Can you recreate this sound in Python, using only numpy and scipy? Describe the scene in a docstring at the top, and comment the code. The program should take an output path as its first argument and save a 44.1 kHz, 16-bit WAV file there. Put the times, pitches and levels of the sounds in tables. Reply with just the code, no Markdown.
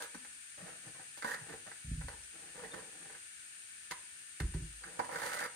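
"""A short gritty scrape and a few light knocks: a plasterer is spreading cement render on a block wall
in a quiet yard. Stick-slip friction on sand drives the trowel's modes and the air gap under its blade;
laid flat, it smears the wet mortar softly. Impacts on the wall and mortar board ring the tool, pats of
mortar give damped low notes, and feet set the scaffold planks thumping.
A steady high hiss lies behind it all."""
import sys
import numpy as np
from scipy import signal
from scipy.fft import rfft, irfft, next_fast_len
from scipy.io import wavfile

SR = 44100
rng = np.random.default_rng(int(sys.argv[2]) if len(sys.argv) > 2 else 0)


def unload_wav(signal):
    """Save mono or channel-first audio to the path in sys.argv[1] as 16-bit WAV at rate SR, clipped to [-1, 1]."""
    wavfile.write(
        sys.argv[1],
        SR,
        np.round(np.clip(np.atleast_2d(signal).T, -1, 1) * 32767).astype(np.int16),
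    )


N = 244877
TIME = np.arange(N) / SR


def gain_of(db):
    """Decibels to amplitude."""
    return 10 ** (np.asarray(db) / 20)


def unit_rms(x):
    """Normalisation to rms 1."""
    return x / np.sqrt(np.mean(x ** 2) + 1e-20)


def curve_at(points, hz):
    """Linear interpolation of a table's columns over log frequency."""
    f, *columns = np.transpose(points)
    return np.squeeze([np.interp(np.log(hz + 1), np.log(f + 1), c) for c in columns])


def add(mix, start_s, sound):
    """Superposition: a sound joins the mix at its start time."""
    part = mix[..., max(round(start_s * SR), 0):][..., :sound.shape[-1]]
    part += sound[..., :part.shape[-1]]


def response(points, size=2048):
    """Minimum-phase filter of energy 1, falling 12 dB an octave above the spectrum's last point."""
    hz = abs(np.fft.fftfreq(size, 1 / SR))
    log_gain = np.log(gain_of(curve_at(points, hz)) / np.maximum(hz / points[-1][0], 1) ** 2)
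    taps = np.fft.ifft(np.exp(np.conj(signal.hilbert(log_gain)))).real
    return taps / np.linalg.norm(taps)


def through(x, taps):
    """Convolution of each channel, cut to the input's length."""
    return signal.oaconvolve(x, np.atleast_2d(taps), axes=1)[:, :x.shape[1]]


def ringing(modes, size, mode_ratio=1):
    """Free vibration: damped sines, mode k weighted by mode_ratio ** k; below 0 the phases alternate."""
    t = TIME[:size]
    return sum(mode_ratio ** k * gain_of(db - 60 * t / t60) * np.sin(2 * np.pi * hz * t)
               for k, (hz, db, t60) in enumerate(modes))


def wander(per_s):
    """Random modulation of rms 1, with per_s new values a second."""
    return unit_rms(np.interp(TIME * per_s, np.arange(4096), rng.standard_normal(4096)))


def resonance(x, hz, width_hz):
    """Band-pass resonance whose centre may move; it keeps the power of white noise."""
    carrier = np.exp(2j * np.pi * np.cumsum(hz * np.ones(x.shape[-1])) / SR)
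    pole = np.exp(-np.pi * width_hz / SR)
    baseband = signal.lfilter([(1 - pole) ** 2], [1, -2 * pole, pole * pole], x / carrier)
    return 2 * (carrier * baseband).real * np.sqrt(2 * SR / (np.pi * width_hz))


def rough_note(hz, width_hz, rise_s, t60_s, size=12000):
    """Narrow-band noise under an exponential decay: a gritty ring of peak 1."""
    t = TIME[:size]
    band = resonance(rng.standard_normal((2, size)), hz, width_hz)
    note = band * np.minimum(t / rise_s, 1) * gain_of(-60 * t / t60_s)
    return note / abs(note).max(axis=1, keepdims=True)


def ports(pair, table):
    """Partial coherence: two unrelated signals blend into what two microphone ports hear."""
    size = next_fast_len(N + 2048)
    coherence, lead_rad, side_db = curve_at(table, np.fft.rfftfreq(size, 1 / SR))
    coherence = np.clip(coherence, 0, 1)
    right, unrelated = rfft(pair, size)
    left = (coherence * right + np.sqrt(1 - coherence ** 2) * unrelated) * np.exp(1j * lead_rad)
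    balance = gain_of(side_db)
    return irfft(np.array([left * balance, right]) * np.sqrt(2 / (1 + balance ** 2)), size)[:, :N]


# spectra of the broad background noise and the hiss: frequency_hz, density_db
NOISE_SPECTRUM = [(25, -37), (65, -2), (200, -7), (700, -14), (1120, -10.5), (1500, 5.5), (1780, 3.5),
                  (2050, 0.5), (3100, 0.5), (4000, -1), (7000, 3), (8000, 7.5), (9000, -36.5)]
HISS_SPECTRUM = [(7750, -55.5), (8020, -2), (8750, 2.5), (9400, -2.5), (10100, -7.5), (11000, -31.5),
                 (12200, -29.5), (13800, -23.5), (15600, -34)]
# faint steady narrow tones in the background noise: pitch_hz
BACKGROUND_TONES = [1764, 2279, 2547, 2802]
# the background at the ports: frequency_hz, coherence, left_lead_rad, left_minus_right_db
BACKGROUND_STEREO = [(103, 0.55, 1.5, -0.5), (630, 0.031, 1.5, -0.5), (1420, 0.13, -3, 1),
                     (4770, 0.026, -3, 3.5), (9590, 0.2, -3.5, 6), (9800, 0.2, -4, -8), (10230, 1, -1.5, 0)]

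def background(noise_db=-54.5, hiss_db=-52.5, tone_db=-67, tone_width_hz=75):
    """Stationary noise: a faint broad band, narrow tones (the higher the fainter) and a high hiss."""
    noise = gain_of(noise_db) * through(rng.standard_normal((2, N)), response(NOISE_SPECTRUM))
    tones = sum(resonance(rng.standard_normal((2, N)), hz, tone_width_hz) * BACKGROUND_TONES[0] / hz
                for hz in BACKGROUND_TONES)
    hiss = gain_of(hiss_db) * through(rng.standard_normal((2, N)), response(HISS_SPECTRUM))
    return ports(noise + gain_of(tone_db) * tones + hiss, BACKGROUND_STEREO)


# reverberation time of the yard: frequency_hz, t60_s
YARD_DECAY = [(100, 0.69), (2000, 0.34), (8000, 0.11)]

def yard(x, echo_db=-6.5, tail_db=-12, size=22050, echoes=6):
    """Reflection from ground, wall and eaves: early echoes and a thin tail whose treble dies first."""
    taps = rng.choice([-1., 1.], (2, size)) * (rng.random((2, size)) < 2000 / SR) * (TIME[:size] > .004)
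    hz, t, spectra = signal.stft(taps, SR, nperseg=256)
    decay = gain_of(-60 * t / curve_at(YARD_DECAY, hz)[:, None])
    tail = signal.istft(spectra * decay, SR, nperseg=256)[1]
    tail *= gain_of(tail_db) / np.linalg.norm(tail[0])
    delays = (SR * rng.uniform(.002, .018, echoes)).astype(int)
    tail[:, delays] += gain_of(echo_db) * rng.choice([-1, 1], echoes) / np.sqrt(echoes)
    return (x + through(x, tail)) / np.sqrt(1 + np.sum(tail[0] ** 2))


# modes of the scaffold planks: frequency_hz, level_db, t60_s
PLANK_MODES = [(53.5, -15.5, 0.56), (73.4, -14, 0.58), (104, -11.5, 0.042), (149, -1.5, 0.057),
               (238, -12, 0.014)]
# heel, weight and toes landing: start_s, level_db, push_s, clack_db, clack_pitch_hz
FOOTFALLS = [(1.846, -41.5, 0.0043, -51.5, 174), (1.874, -30.5, 0.01, -49, 202),
             (1.912, -26, 0.0069, -40.5, 225), (1.976, -29.5, 0.0063, -54, 198),
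             (2.034, -32.5, 0.0088, -55, 245), (4.405, -28, 0.0051, -39.5, 336),
             (4.43, -18, 0.013, -42.5, 165), (4.546, -26.5, 0.0052, -41, 310),
             (4.619, -31.5, 0.0064, -56, 325)]

def planks(rattle_db=-9, rattle_t60_s=0.3, clack_rise_s=0.0039, size=40000):
    """Pulse excitation: a shorter push of the foot reaches higher modes; loose boards rattle and clack."""
    push, clacks, t = np.zeros((1, N)), np.zeros((1, N)), TIME[:size]
    for start_s, db, push_s, clack_db, clack_hz in FOOTFALLS:
        pulse = np.sin(np.pi * np.minimum(t / push_s, 1)) ** 2
        add(push, start_s, gain_of(db) * pulse / pulse.sum())
        clack = rough_note(clack_hz, width_hz=107, rise_s=clack_rise_s, t60_s=0.28)[0]
        add(clacks, start_s - clack_rise_s, gain_of(clack_db) * clack)
    rattle_spectrum = [(25, -26.0), (45, -7.5), (150, -4.0), (340, -18.5), (480, -16.5)]
    rattle = unit_rms(through(rng.standard_normal((1, size)), response(rattle_spectrum)))
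    boards = ringing(PLANK_MODES, size) + gain_of(rattle_db - 60 * t / rattle_t60_s) * rattle
    return (through(push, boards) + clacks) * gain_of([[-.5], [.5]])  # slightly to the right


# pats of mortar on the wall: start_s, level_db, pitch_hz
MORTAR_PATS = [(0.150, -47.5, 242), (0.622, -49, 179), (0.862, -51, 127), (1.243, -44.5, 225),
               (1.412, -53, 127)]

def patting(rise_s=0.007, roughness=0.34, size=8192):
    """Heavy damping: wet mortar pressed home gives a soft, low note that dies quickly."""
    out, t = np.zeros((2, N)), TIME[:size]
    for start_s, db, hz in MORTAR_PATS:
        tone = np.sin(2 * np.pi * (hz * t + rng.random()))
        noise = resonance(rng.standard_normal((2, size)), hz, width_hz=hz)
        envelope = t / rise_s * np.exp(1 - t / rise_s)
        add(out, start_s, gain_of(db) * envelope * (tone + roughness * noise))
    return out


# short rough notes, mostly light touches on metal; the one at 1.245 s rings as a stroke sets in: start_s,
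# peak_db, pitch_hz
SHORT_RINGS = [(0.147, -47, 5900), (1.245, -32, 980), (2.232, -44.5, 5850), (2.644, -43, 1890),
               (2.715, -48, 3640), (3.914, -39, 1036), (3.915, -38.5, 2040), (4.399, -37.5, 1802)]

def clinking():
    """Single-mode ringing: each touch sounds one short, rough note."""
    out = np.zeros((2, N))
    for start_s, db, hz in SHORT_RINGS:
        add(out, start_s, gain_of(db) * rough_note(hz, width_hz=58, rise_s=0.0023, t60_s=0.033))
    return out


def sand(per_s, spread_db):
    """Shot noise: grains break free at random, many with small clicks and a few with large ones."""
    strength = gain_of(spread_db * np.minimum(rng.exponential(1, (2, N)), 4))
    return unit_rms(strength * rng.choice([-1, 1], (2, N)) * (rng.random((2, N)) < per_s / SR))


def stick_slip(per_s, depth_db=2.5):
    """Stick-slip friction: an uneven gain as the blade catches and lets go."""
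    return unit_rms(gain_of(depth_db * wander(per_s)))


def stroke(start_s, length_s, rise_s, t60_s):
    """Envelope of one stroke: linear rise, hold, exponential release."""
    t = TIME - start_s
    return np.clip(t / rise_s, 0, 1) * gain_of(-60 * np.maximum(t - length_s, 0) / t60_s)


def air_gap(x, strokes, width_hz, tilt_share=0.1, overtone_ratio=1.87, overtone_db=-5.5):
    """Cavity resonance under the blade: each stroke's pitch and an overtone waver as the hand tilts."""
    starts, *_, pitches = np.transpose(strokes)
    current = np.maximum(np.searchsorted(starts, TIME) - 1, 0)
    hz = pitches[current] * (1 + tilt_share * wander(per_s=23))
    return resonance(x, hz, width_hz) + gain_of(overtone_db) * resonance(x, hz * overtone_ratio, width_hz)


# spectrum of smeared wet mortar: frequency_hz, density_db
SMEAR_SPECTRUM = [(60, -8.5), (190, -2), (300, -3), (450, -1.5), (850, -3), (1100, -8), (1800, -0.5),
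                  (2300, -13.5), (6000, -18)]
# passes with the blade laid flat: start_s, length_s, level_db, gap_pitch_hz
SMOOTHING_PASSES = [(0.568, 0.15, -60, 654), (0.827, 0.057, -63, 315), (0.935, 0.055, -60.5, 760),
                    (1.359, 0.13, -64, 930), (1.464, 0.061, -55.5, 436), (1.651, 0.021, -57.5, 640),
                    (2.076, 0.054, -59.5, 870), (2.321, 0.17, -68.5, 386), (2.538, 0.059, -55, 450),
                    (2.608, 0.044, -54.5, 440), (2.706, 0.041, -54.5, 505), (2.752, 0.042, -54, 492),
                    (2.832, 0.32, -68.5, 400), (4.804, 0.49, -64, 514)]

def smoothing(smear_db=5.5, gap_db=-1):
    """Sliding friction in wet paste: the flat blade drags grains in a soft smear with a hollow note."""
    pressure = sum(gain_of(db) * stroke(start_s, length_s, rise_s=0.031, t60_s=0.18)
                   for start_s, length_s, db, _ in SMOOTHING_PASSES)
    grains = pressure * stick_slip(per_s=70) * sand(per_s=1400, spread_db=4.5)
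    smear = through(grains, response(SMEAR_SPECTRUM))
    gap = air_gap(grains[::-1], SMOOTHING_PASSES, width_hz=170)
    return gain_of(smear_db) * smear + gain_of(gap_db) * gap


def struck(spectrum, modes, ring_db, mode_ratio=1, grip_share=0.026):
    """Impulse response of a part: a broad spectrum plus modes that shift a little with each grip."""
    shifts = 1 + grip_share * rng.uniform(-0.83, 1, len(modes))
    shifted = [(hz * shift, db, t60) for (hz, db, t60), shift in zip(modes, shifts)]
    ring = ringing(shifted, 2048, mode_ratio)
    taps = response(spectrum) + gain_of(ring_db) * ring / np.linalg.norm(ring)
    return taps / np.linalg.norm(taps)


# spectrum of the blade's rasp: frequency_hz, density_db
RASP_SPECTRUM = [(600, -29), (1080, -10.5), (1290, 6), (1600, 5.5), (2120, 3), (2330, -6.5), (2570, -17),
                 (3350, -35), (4700, -7), (8000, -46.5)]
# modes of the blade, before weighting by mode_ratio: frequency_hz, level_db, t60_s
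BLADE_MODES = [(1287, -1.5, 0.066), (1484, 8.5, 0.028), (1686, 7.5, 0.019), (1910, 1.5, 0.025)]

def blade_response(ring_db, mode_ratio):
    """Plate vibration: the thin blade answers a click with a bright rasp and ring."""
    return struck(RASP_SPECTRUM, BLADE_MODES, ring_db, mode_ratio)


# spectrum of the trowel's dull drag: frequency_hz, density_db
DRAG_SPECTRUM = [(60, -39.5), (220, -11.5), (330, -13.5), (530, -10), (660, -9.5), (800, 0.5), (965, -1.5),
                 (1160, -15.5), (2000, -35)]
# modes of the whole trowel pressed on the wall: frequency_hz, level_db, t60_s
BODY_MODES = [(238, -11, 0.076), (584, 4, 0.06), (730, -2.5, 0.045), (953, 8, 0.05)]

def body_response(ring_db):
    """Damped modal vibration: the whole trowel answers a click with a dull thud."""
    return struck(DRAG_SPECTRUM, BODY_MODES, ring_db)


def contact_force(contact_s, graze_s, size, graze_db=-17, skid_db=-13, skid_t60_s=0.17):
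    """Oblique impact: the blade grazes the sand, lands, and skids on."""
    t = TIME[:size]
    progress = np.maximum(t - graze_s, 0) / contact_s
    graze = gain_of(graze_db) * np.minimum(t / graze_s, 1) * np.exp(-progress)
    landing = progress * np.exp(1 - progress)
    skid = np.minimum(progress, 1) * gain_of(skid_db - 60 * t / skid_t60_s)
    return graze + landing + skid


# spectrum of crushed sand: frequency_hz, density_db
CRUNCH_SPECTRUM = [(1200, -2), (2500, 0), (5000, 4), (10000, -2.5), (15000, -14.5)]
# knocks of the trowel: time_s, level_db, relative_thud_db, relative_crunch_db
TROWEL_KNOCKS = [(0.146, -42, -4.5, -5), (0.248, -45.5, -8, -4), (1.175, -50, 2, 7), (1.2234, -34, -9, -12),
                 (1.2287, -35.5, -13, -18), (1.2455, -31.5, -6, -8), (1.3444, -35, -9.5, -5.5),
                 (1.7153, -41.5, -7, -20), (2.0126, -44, -3.5, -12), (2.084, -40.5, 1.5, -4.5),
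                 (3.098, -47, -4, -12), (3.1495, -44, -12, -13), (3.9103, -38, -20, 3.5),
                 (3.9178, -37.5, -3, -1), (4.402, -34, -6.5, -3.5), (4.54, -45, -2, -2),
                 (4.837, -37.5, -17, -25.5), (4.9931, -33.5, 7.5, -11), (4.9986, -32.5, 7, -18),
                 (5.046, -43.5, -3, -5), (5.092, -41.5, 8, -22), (5.158, -34, -7, -8),
                 (5.218, -35, -5, -18), (5.237, -38, 3, -15), (5.26, -42, -1.5, 0), (5.329, -35.5, -8, -4),
                 (5.409, -39, 3.5, -26), (5.426, -35.5, -1, -14), (5.46, -40, -0.5, -5)]

def knocking(ring_db=-5, thud_db=-5, crunch_db=-4, tap_db=24, size=6000):
    """Impact excitation: a hard tap in a burst of contacts rings blade and body and crushes sand."""
    contact_s, graze_s = 0.002238, 0.008
    scuff_below_db, scuff_step_db = -38, 5.5  # lighter knocks touch longer and become scuffs
    out = np.zeros((2, N))
    strength = np.linalg.norm(contact_force(contact_s, graze_s, size))
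    for time_s, db, thud, crunch in TROWEL_KNOCKS:
        touch_s = contact_s * (1 + max(scuff_below_db - db, 0) / scuff_step_db)
        force = contact_force(touch_s, graze_s, size)
        landing_s = graze_s + touch_s / 2
        tap = gain_of(tap_db) * rng.choice([-1, 1], (2, 1)) * (np.arange(size) == round(landing_s * SR))
        parts = [(blade_response(ring_db=-7, mode_ratio=-0.54), tap, ring_db),
                 (body_response(ring_db=-5), tap, thud + thud_db),
                 (response(CRUNCH_SPECTRUM), 0, crunch + crunch_db)]
        for part_response, blow, part_db in parts:
            sound = through(blow + force * rng.standard_normal((2, size)), part_response)
            sound *= strength / np.linalg.norm(sound, axis=1, keepdims=True)
            add(out, time_s - landing_s, gain_of(db + part_db) * sound)
    return out


# spectrum of dry grit: frequency_hz, density_db
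GRIT_SPECTRUM = [(1200, -18), (2600, 6.5), (4800, 7.5), (7200, 8.5), (9600, 9.5), (11000, 0), (13500, 0),
                 (15500, -7)]
# scrapes on sandy render: start_s, length_s, pressure_db, relative_wet_drag_db,
# relative_dry_grit_db, relative_ring_db, gap_pitch_hz
SCRAPE_STROKES = [(0.001, 0.052, -50.5, 0.5, -2, -5, 595), (1.244, 0.099, -44.5, -3.5, -10, 5.5, 478),
                  (5.108, 0.353, -47, -0.5, -6.5, -35, 520)]

def scraping(rasp_db=3, drag_db=2, gap_db=-2, grit_db=8, lean_db=6, run_out_db=-10.5, slow_db=-6.5):
    """Stick-slip excitation: sand grains drive the blade, the body, the air gap and a fine fizz."""
    blade, (drag, grit) = np.zeros((2, N)), np.zeros((2, N))
    slips = stick_slip(per_s=260)
    coarse = slips * sand(per_s=1800, spread_db=2.0)
    fine = np.sqrt(slips) * sand(per_s=4600, spread_db=7.0)
    for start_s, length_s, db, wet_db, dry_db, ring_db, _ in SCRAPE_STROKES:
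        along = np.clip((TIME - start_s) / length_s, 0, 1)
        speed = np.sin(np.pi * along)  # the arm is fastest mid-stroke
        lean = gain_of(db + lean_db * (along - 0.5))  # the hand presses ever harder
        pressure = lean * stroke(start_s, length_s, rise_s=0.00054, t60_s=0.06)
        blade += through(coarse * pressure * gain_of(rasp_db), blade_response(ring_db, mode_ratio=-1.84))
        drag += pressure * gain_of(drag_db + wet_db + run_out_db * along)  # the wet mortar runs out
        grit += pressure * gain_of(grit_db + dry_db + slow_db * (1 - speed))
    body = through(coarse * drag, body_response(ring_db=-4))
    gap = gain_of(gap_db) * air_gap(fine * drag, SCRAPE_STROKES, width_hz=130)
    fizz = through(fine * grit, response(GRIT_SPECTRUM))
    return blade + body + gap + fizz


# the work at the ports: frequency_hz, coherence, left_lead_rad, left_minus_right_db
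WORK_STEREO = [(153, 1, 0.5, -1.5), (1030, 0, 0.14, -5), (1520, 1, 1.6, -5), (2710, 0, -2.5, 1.5),
               (5300, 0, 0.5, 5), (8860, 0, -6.5, -2), (12400, 0, -4, -0.5)]

def scene():
    """Superposition of the work at the wall, its echoes, the planks and the background."""
    work = scraping() + smoothing() + knocking() + patting() + clinking()
    return ports(yard(work), WORK_STEREO) + planks() + background()


# dips in the response of the microphone ports: centre_hz, width_hz, depth_share
PORT_NOTCHES = [(5470, 1330, 0.47), (7650, 480, 1)]

def record(dry, low_cut_hz=34, band_limit_hz=15760):
    """Linear filtering at the microphone: the ports' notches, a low cut and a band limit."""
    for hz, width_hz, depth in PORT_NOTCHES:
        band = signal.lfilter(*signal.iirpeak(hz, hz / width_hz, SR), dry)
        dry = dry - depth * band
    dry = signal.sosfilt(signal.butter(6, low_cut_hz, "highpass", fs=SR, output="sos"), dry)
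    low_pass = signal.firwin(511, band_limit_hz, window=("kaiser", 9), fs=SR)
    return signal.oaconvolve(dry, low_pass[None], "same")


dry = scene()
out = record(dry)
unload_wav(out)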